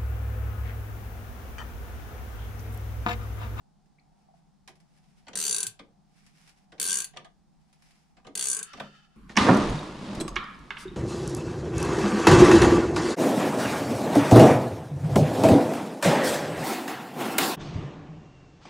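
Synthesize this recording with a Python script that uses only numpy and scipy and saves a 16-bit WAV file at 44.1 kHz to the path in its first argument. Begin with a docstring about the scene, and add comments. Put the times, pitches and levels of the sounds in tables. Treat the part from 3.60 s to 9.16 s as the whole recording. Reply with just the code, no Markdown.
"""In a small humming workshop, a thread is tapped by hand in a steel bolt held in a lathe, the wrench close by.
On each slow forward stroke the tap crackles faintly: grainy noise through the colour of the cut, with chip snaps.
Then the handle knocks through its slack (noise in steel resonances) and swings back, clicking once per tooth
(noise bursts and decaying modes) as it speeds up and slows, and knocks home again. Soft touches ring single
resonances, the lathe booms once, and the room answers with a short diffuse tail."""
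import sys
import numpy as np
from scipy import signal
from scipy.fft import rfft, irfft
from scipy.io import wavfile
from scipy.ndimage import uniform_filter1d

SR = 44100
rng = np.random.default_rng(int(sys.argv[2]) if len(sys.argv) > 2 else 0)


def master(y):
    """Save y as 16-bit WAV."""
    cut = np.clip(np.atleast_2d(y).T, -1, 1)
    pcm = np.round(cut * 32767)  # scale
    wavfile.write(sys.argv[1], SR, pcm.astype(np.int16))


N = 245195
TIME = np.arange(N) / SR
AFTER = TIME[:SR // 3]  # time since a hit [s]

# speed of the handle on each back swing: (time [s], speed [teeth/s])
SWING_SPEEDS = [
    [(1.7544, 51.5), (1.81, 84.1), (1.93, 56.4), (1.98, 51.8), (2.08, 14.8)],
    [(3.1983, 62.5), (3.29, 101.7), (3.36, 65.0), (3.41, 60.4), (3.45, 24.3)],
    [(4.7525, 41.0), (4.81, 65.0), (4.905, 68.9), (4.975, 45.3), (5.04, 8.0)],
]


def undb(db):
    """Decibels to gain."""
    return 10 ** (np.asarray(db) / 20)


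def unit(x):
    """Scale to rms 1."""
    return x / np.sqrt(np.mean(x ** 2))


def fade(t, t60):
    """Exponential decay, 60 dB down after t60 seconds (1 ms at least)."""
    return np.exp(-np.log(1000) * t / max(t60, 1e-3))


def envelope(start, attack_s, end, t60):
    """Rise from start, hold until end, then die away."""
    rise = np.clip((TIME - start) / attack_s, 0, 1)
    return rise * fade(np.maximum(TIME - end, 0), t60)


def add(track, s, sound):
    """Mix a sound into the track at time s."""
    i = max(int(s * SR), 0)
    track[:, i:i + sound.shape[-1]] += sound[..., :N - i]


def noise(size, apart_hz=5000, spread=0.78):
    """Noise at two microphone ports: most alike in the bass, less related in the treble."""
    mid, side = rng.standard_normal((2, size))
    treble_side = signal.lfilter(*signal.butter(1, apart_hz, "high", fs=SR), side)
    side = spread * side + (1 - spread) * treble_side
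    return unit(np.array([mid + side, mid - side]))


def walk(rate):
    """Slow random wander with a spread near 1, stepping at a rate in Hz and smoothed over one step."""
    k = int(SR / rate)
    steps = np.repeat(rng.standard_normal(N // k + 1), k)
    return unit(uniform_filter1d(steps, k)[:N])


def colour(x, spectrum):
    """Causal filter of unit energy through (frequency [Hz], level [dB]) points."""
    hz, db = np.transpose(spectrum)
    size = 4096
    bins = np.maximum(np.arange(size // 2 + 1), .5) * SR / size
    log_gain = np.log(undb(np.interp(np.log(bins), np.log(hz), db)))
    # folding the cepstrum gives the minimum-phase response
    cepstrum = irfft(log_gain)
    response = irfft(np.exp(rfft(2 * cepstrum[:size // 2], size)))
    response = response / np.linalg.norm(response)
    return signal.fftconvolve(x, response[None], axes=-1)[:, :x.shape[-1]]


def uneven(x, bands_hz, db):
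    """Lift some bands and sink others, keeping the level."""
    return unit(colour(x, np.transpose([bands_hz, db]))) * np.std(x)


def resonate(x, hz, width_hz):
    """One resonance, gain 1 at its centre."""
    return signal.lfilter(*signal.iirpeak(hz, hz / width_hz, fs=SR), x)


def body(x, modes):
    """Steep resonances side by side, at rms 1: each a narrow filter, then one three times as wide."""
    total = 0
    for hz, width, db in modes:
        narrow = resonate(x, hz, width)
        total = total + undb(db) * resonate(narrow, hz, 3 * width)
    return unit(total)


def ring(modes, t, detune, apart_hz):
    """Decaying modes, with pitch, phase and port lag drawn once per call; high ones differ more in phase."""
    out = 0
    for hz, db, t60 in modes:
        pitch, phase, lag = rng.standard_normal(3)
        phases = np.pi * phase + lag * hz / apart_hz * np.array([[1], [-1]])
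        tone = np.sin(2 * np.pi * hz * (1 + detune * pitch) * t + phases)
        out = out + undb(db) * fade(t, t60) * tone
    return out


def disperse(x, lag_s):
    """Bending waves in steel: the lows travel slower and come late (lag_s at 300 Hz)."""
    hz = np.fft.rfftfreq(2 * N, 1 / SR)
    phase = 4 * np.pi * lag_s * np.sqrt(400 * (hz + 100))
    return irfft(rfft(x, 2 * N) * np.exp(-1j * phase))[:, :N]


def turned(speed):
    """Angle of the handle, in teeth passed since the swing began."""
    return np.cumsum(np.interp(TIME, *np.transpose(speed), left=0, right=0)) / SR


def near(angle, tooth, width):
    """1 where the handle passes that tooth, falling off to either side (width in teeth)."""
    return np.exp(-.5 * ((angle - tooth) / width) ** 2)


def ratchet(snap_db=2.0, crack_db=8, ring_db=-1.5, rise_s=0.0018, snap_t60=0.05, crack_t60=0.0082,
            fresh=0.94, low_hz=5800, high_hz=10800, facing_db=3.0, left_db=2.2):
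    """The pawl slips off each tooth and slaps the next: a crack and a dense steel snap, with the head's modes."""
    # ringing of the ratchet head: (frequency [Hz], relative level [dB], t60 [s])
    head_modes = [(2874, -19, 0.07), (3440, -16.5, .045), (3910, -20, .055), (4482, -9.5, 0.074),
                  (4800, -17, .04), (6164, -7, 0.055), (6656, -13, 0.079), (7320, -13, .035),
                  (7700, -11, .05), (8470, -14.5, .05), (8420, -8.5, .05), (9630, -7.5, 0.032),
                  (9580, -1.5, 0.026), (9970, -9.5, 0.063)]
    # spectrum of crack and snap: (frequency [Hz], level [dB])
    snap_spectrum = [(200, -29.5), (1500, -19.5), (2400, -13.5), (3400, -8), (5300, -8), (6300, 0.5),
                     (7600, -0.5), (8800, 1), (9500, 4.5), (10400, -8.5), (11200, -17), (14600, -21),
                     (15600, -46)]
    out = np.zeros((2, N))
    steel = noise(len(AFTER), apart_hz=9000, spread=.3)
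    attack = np.minimum(AFTER / rise_s, 1)
    # one ring of the head serves every tooth
    head = undb(ring_db) * attack * ring(head_modes, AFTER, detune=0.0009, apart_hz=12000)
    snap = undb(snap_db) * fade(AFTER, snap_t60)
    crack = undb(crack_db) * fade(AFTER, crack_t60)
    shape = attack * (snap + crack)
    bright_band = signal.butter(2, [low_hz, high_hz], "bandpass", fs=SR)
    bands = np.arange(1000, 12000, 330)  # Hz
    facing = rng.standard_normal(len(bands))
    for s, db, treble_db in teeth():
        # each tooth keeps part of the steel's pattern from the one before
        steel = unit(steel + fresh * noise(len(AFTER), apart_hz=9000, spread=.3))
        click = colour(shape * steel, snap_spectrum) + head
        # as the head turns, other resonances face the microphone
        facing = .8 * facing + .6 * rng.standard_normal(len(bands))
        click = uneven(click, bands, facing_db * facing)
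        # a squarer hit adds treble
        treble = signal.filtfilt(*bright_band, click)
        add(out, s, undb(db) * (click - treble + undb(treble_db) * treble))
    # the left channel is louder by left_db
    return out * undb(np.array([[left_db], [-left_db]]) / 2)


def teeth(dull_db=-5, bright_teeth=3.6, scatter_db=0.6):
    """One (s, level dB, treble dB) per tooth: the hand eases off; the pawl hits squarest at one angle."""
    # pawl on each swing: (first level [dB], change [dB/tooth], brightest at [tooth],
    # treble lift there above dull_db [dB])
    pawl = [(-23.5, -0.1143, 13.1, 7), (-23, -0.3716, 12.2, 8.5), (-25, -0.3, 9.36, 9)]
    for speed, (db, sag_db, brightest, lift_db) in zip(SWING_SPEEDS, pawl):
        angle = turned(speed)
        chance = scatter_db * rng.standard_normal((40, 2))
        for tooth in range(int(angle[-1]) + 1):
            s = np.searchsorted(angle, tooth, side="right") / SR
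            level_db = db + sag_db * tooth + chance[tooth, 0]
            treble_db = dull_db + lift_db * near(tooth, brightest, bright_teeth) + chance[tooth, 1]
            yield s, level_db, treble_db


def handle(lift_db=5.5, lift_teeth=3.2, shudder_t60=0.2):
    """The dragging pawl keeps the long handle shuddering; each set of resonances speaks most at one angle."""
    # handle on each swing, levels away from the strongest angle:
    # (groan level [dB], groan strongest at [tooth], ring level [dB], ring strongest at [tooth])
    swings = [(-55, 10, -53, 16), (-56.5, 4.5, -48, 11), (-55, -4, -52, 12.7)]
    # low resonances of the handle: (frequency [Hz], width [Hz], relative level [dB])
    groan_modes = [(195, 32, 1.5), (422, 79, 0.5), (700, 300, -10)]
    # high resonances of the handle: (frequency [Hz], width [Hz], relative level [dB])
    ring_modes = [(1100, 120, -3), (1571, 57, 9), (2497, 670, -9)]
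    groan = body(noise(N, spread=0.2), groan_modes)
    ringing = body(noise(N, spread=0.52), ring_modes)
    out = 0
    for speed, (groan_db, groan_tooth, ring_db, ring_tooth) in zip(SWING_SPEEDS, swings):
        angle = turned(speed)
        moving = envelope(speed[0][0], 0.0027, speed[-1][0] - .03, shudder_t60)
        for sound, db, tooth in (groan, groan_db, groan_tooth), (ringing, ring_db, ring_tooth):
            out = out + sound * moving * undb(db + lift_db * near(angle, tooth, lift_teeth))
    return out


def knocks(body_db=0, thud_db=3, edge_db=5, thud_t60=0.29, thud_rise_s=.007, edge_share=0.73,
           rise_s=0.0017, lag_s=0.0046, base_t60=0.08, halving_db=16.5):
    """Oily steel takes up its slack: a hard edge, the resonances of the work, and a thud that comes late."""
    # wrench and tap knock in their play, levels before body_db, thud_db and edge_db:
    # (time [s], body level [dB], thud level [dB], edge level [dB])
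    hits = [(1.077, -46.5, -58, -56.5), (1.667, -50, -48, -54.5), (1.681, -41, -50.5, -43.5),
            (1.731, -40, -44.5, -43.5), (2.191, -40, -50, -48.5), (3.119, -49.5, -50, -56),
            (3.179, -51, -50, -58), (3.534, -55, -57.5, -64.5), (3.561, -41, -58.5, -60.5),
            (3.57, -34.5, -50.5, -34.5), (3.645, -44, -63, -53.5), (4.567, -54, -60, -63.5),
            (4.645, -51, -47, -62.5), (4.667, -42, -48.5, -49), (5.132, -37, -46.5, -41.5),
            (5.172, -42.5, -45.5, -54), (5.198, -24, -43.5, -39)]
    # resonances of the clamped work: (frequency [Hz], width [Hz], relative level [dB])
    work_modes = [(750, 100, 10.5), (916, 130, 4), (1210, 53, 8.5), (1560, 630, 0), (2896, 320, -9.5)]
    # spectrum of the thud: (frequency [Hz], level [dB])
    thud_spectrum = [(50, -6), (120, -9), (190, 6), (280, -1), (450, -0.5), (700, -7.5), (1500, -33),
                     (8000, -69.5)]
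    # spectrum of the edge: (frequency [Hz], level [dB])
    edge_spectrum = [(1200, -3.5), (3000, 7), (4500, 1.5), (6500, -4), (9500, -12), (11500, -33.5),
                     (16000, -57.5)]
    slow, fast = np.zeros((2, 2, N))
    size = len(AFTER)
    attack = 1 - np.exp(-AFTER / rise_s)
    thud_shape = (1 - np.exp(-AFTER / thud_rise_s)) * fade(AFTER, thud_t60)
    bands = np.geomspace(250, 11000, 30)  # Hz
    for s, db, low_db, high_db in hits:
        # base_t60 holds at a table edge of -50 dB; a harder edge halves it every halving_db
        t60 = base_t60 * 2 ** (-(high_db + 50) / halving_db)
        work = body(noise(size, spread=.4), work_modes) * attack * fade(AFTER, t60)
        work = undb(db + body_db) * work
        thud = undb(low_db + thud_db) * noise(size, spread=0.26) * thud_shape
        edge = noise(size, spread=.4) * attack * fade(AFTER, edge_share * t60)
        edge = undb(high_db + edge_db) * edge
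        # grip and load decide which resonances each knock wakes
        woken_db = 3.5 * rng.standard_normal(len(bands))
        add(slow, s, uneven(work + colour(thud, thud_spectrum), bands, woken_db))
        add(fast, s, uneven(colour(edge, edge_spectrum), bands, woken_db))
    return disperse(slow, lag_s) + fast


def cutting(cut_db=-2, grain_db=2.5, grain_s=0.0005, uneven_db=2.5, chip_db=-8, chip_t60=0.091):
    """Tiny fractures crackle along the cutting edges, catching unevenly; now and then a chip snaps."""
    # larger chips snap at the cutting edge: (time [s], level before chip_db [dB])
    chips = [(0.258, -64), (1.076, -37.5), (1.1545, -55), (1.2006, -53.5), (2.6637, -48), (2.8754, -47),
             (2.8916, -46), (2.974, -57.5), (4.128, -51), (4.2219, -50.5), (4.308, -52.5)]
    # spectrum of the cut: (frequency [Hz], level [dB])
    cut_spectrum = [(400, -5.5), (750, 0.5), (2200, 6.5), (3500, 1), (4500, 0), (5100, 4.5), (6500, -2.5),
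                    (10300, -4), (11500, -13), (14000, -16.5), (15500, -32)]
    k = int(grain_s * SR)
    sizes = np.minimum(rng.exponential(size=N // k + 1), 3.5)
    grains = np.repeat(undb(grain_db * sizes), k)[:N]
    catch_db = uneven_db * walk(35)
    out = unit(noise(N) * grains) * load() * undb(cut_db + catch_db)
    chip_shape = fade(AFTER, chip_t60) * (1 - fade(AFTER, 0.002))
    for s, db in chips:
        add(out, s, undb(db + chip_db) * noise(len(AFTER)) * chip_shape)
    return colour(out, cut_spectrum)


def load(load_db=9, bite_s=0.16, ease_t60=0.66):
    """Effort on the tap: it bites, grows as chips fill the flutes, and lets go at the end of each stroke."""
    # forward strokes of the tap: (start [s], end [s], load level at the end, before cut_db [dB])
    strokes = [(0.4, 0.76, -76), (1.16, 1.607, -68), (2.397, 2.904, -63.5), (3.892, 4.392, -68)]
    total = 0
    for start, end, db in strokes:
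        remaining = np.clip((end - TIME) / (end - start), 0, 1)
        total = total + envelope(start, bite_s, end, ease_t60) * undb(db - load_db * remaining)
    return total


def tinks(rise_s=0.00067, relative_width=0.076):
    """A faint squeak and soft touches on the steel wake single resonances, each a burst of narrow noise."""
    # (time [s], frequency [Hz], level [dB], t60 [s])
    touches = [(0.384, 2230, -60, 0.072), (.396, 4360, -62, 0.025), (.684, 733, -54, 0.13),
               (.738, 727, -51, 0.069), (2.058, 115, -49, .3)]
    out = np.zeros((2, N))
    attack = 1 - np.exp(-AFTER / rise_s)
    for s, hz, db, t60 in touches:
        tone = body(noise(len(AFTER)), [(hz, relative_width * hz, 0)])
        add(out, s, undb(db) * tone * fade(AFTER, t60) * attack)
    return out


def machine(boom_s=5.208, boom_db=-45, boom_rise_s=0.0019, linger_s=4.916, linger_rise_s=0.18,
            linger_hold_s=0.36, linger_t60=0.94, linger_db=-54, waver_db=2.0):
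    """A rough ring hangs in the steel, and the hardest knock sets the lathe booming."""
    # resonances of the rough ring: (frequency [Hz], width [Hz], relative level [dB])
    linger_modes = [(1363, 100, 1.5), (1684, 220, -5), (2706, 99, -5), (3040, 190, -4), (3550, 400, -10),
                    (4490, 480, -14), (5000, 1630, -21)]
    # boom of the lathe: (frequency [Hz], relative level [dB], t60 [s])
    boom_modes = [(147, -2, 0.59), (205, 1.5, 0.5), (720, -15, 0.48)]
    # the hold counts from linger_s, so it includes the rise
    linger = envelope(linger_s, linger_rise_s, linger_s + linger_hold_s, linger_t60)
    out = body(noise(N, spread=0.62), linger_modes) * linger * undb(linger_db + waver_db * walk(30))
    t = TIME[:SR]
    boom = ring(boom_modes, t, detune=0.0016, apart_hz=2900) * (1 - np.exp(-t / boom_rise_s))
    add(out, boom_s, undb(boom_db) * boom)
    return out


def room(x, wet_db=-10, low_t60=0.24, high_t60=0.14, split_hz=4500, build_s=0.0063):
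    """Machine bed and workshop walls return a short diffuse tail, its treble dying sooner."""
    t = TIME[:SR // 2]
    echoes = noise(len(t), apart_hz=1503, spread=0.277)
    low = signal.filtfilt(*signal.butter(2, split_hz, fs=SR), echoes)
    decaying = low * fade(t, low_t60) + (echoes - low) * fade(t, high_t60)
    tail = decaying * (1 - np.exp(-(t / build_s) ** 2))
    tail = tail / np.linalg.norm(tail[0])
    return x + undb(wet_db) * signal.fftconvolve(x, tail, axes=-1)[:, :N]


def workshop(air_db=-70.5, swell_db=0.7, waver_db=1.5):
    """Low rumble under steady hiss, and a wavering drone of distant machines in narrow bands of noise."""
    # spectrum of the air: (frequency [Hz], level [dB])
    air_spectrum = [(15, -7), (34, 3.5), (50, -4), (68, -1.5), (110, -23), (170, -10), (260, -9),
                    (480, -21), (750, -25), (1200, -22.5), (2500, -31), (5000, -28.5), (10000, -37.5),
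                    (12500, -50)]
    # drone of the workshop: (frequency [Hz], width [Hz], mean level [dB])
    drone_modes = [(156.3, 24, -66), (200, 17, -68.5), (770, 150, -73.5)]
    hiss = unit(colour(noise(N, spread=0.099), air_spectrum)) * undb(air_db)
    # the rumble swells while the hiss stays smooth
    rumble = signal.filtfilt(*signal.butter(2, 300, fs=SR), hiss)
    swell = rumble * (undb(swell_db * walk(2.7)) - 1)
    drone = 0
    for hz, width, db in drone_modes:
        band = body(noise(N, spread=1.0), [(hz, width, 0)])
        drone = drone + undb(db + waver_db * walk(5.5)) * band
    return hiss + swell + drone


def scene():
    """Wrench, tap and touches answered by the room, with the lathe and the workshop beneath."""
    close = ratchet() + handle() + knocks() + cutting() + tinks()
    return room(close) + machine() + workshop()


def record(dry, top_hz=15800):
    """The recorder cuts the top with a steep low-pass."""
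    return signal.sosfilt(signal.ellip(8, .2, 70, top_hz, fs=SR, output="sos"), dry)


dry = scene()
out = record(dry)
master(out)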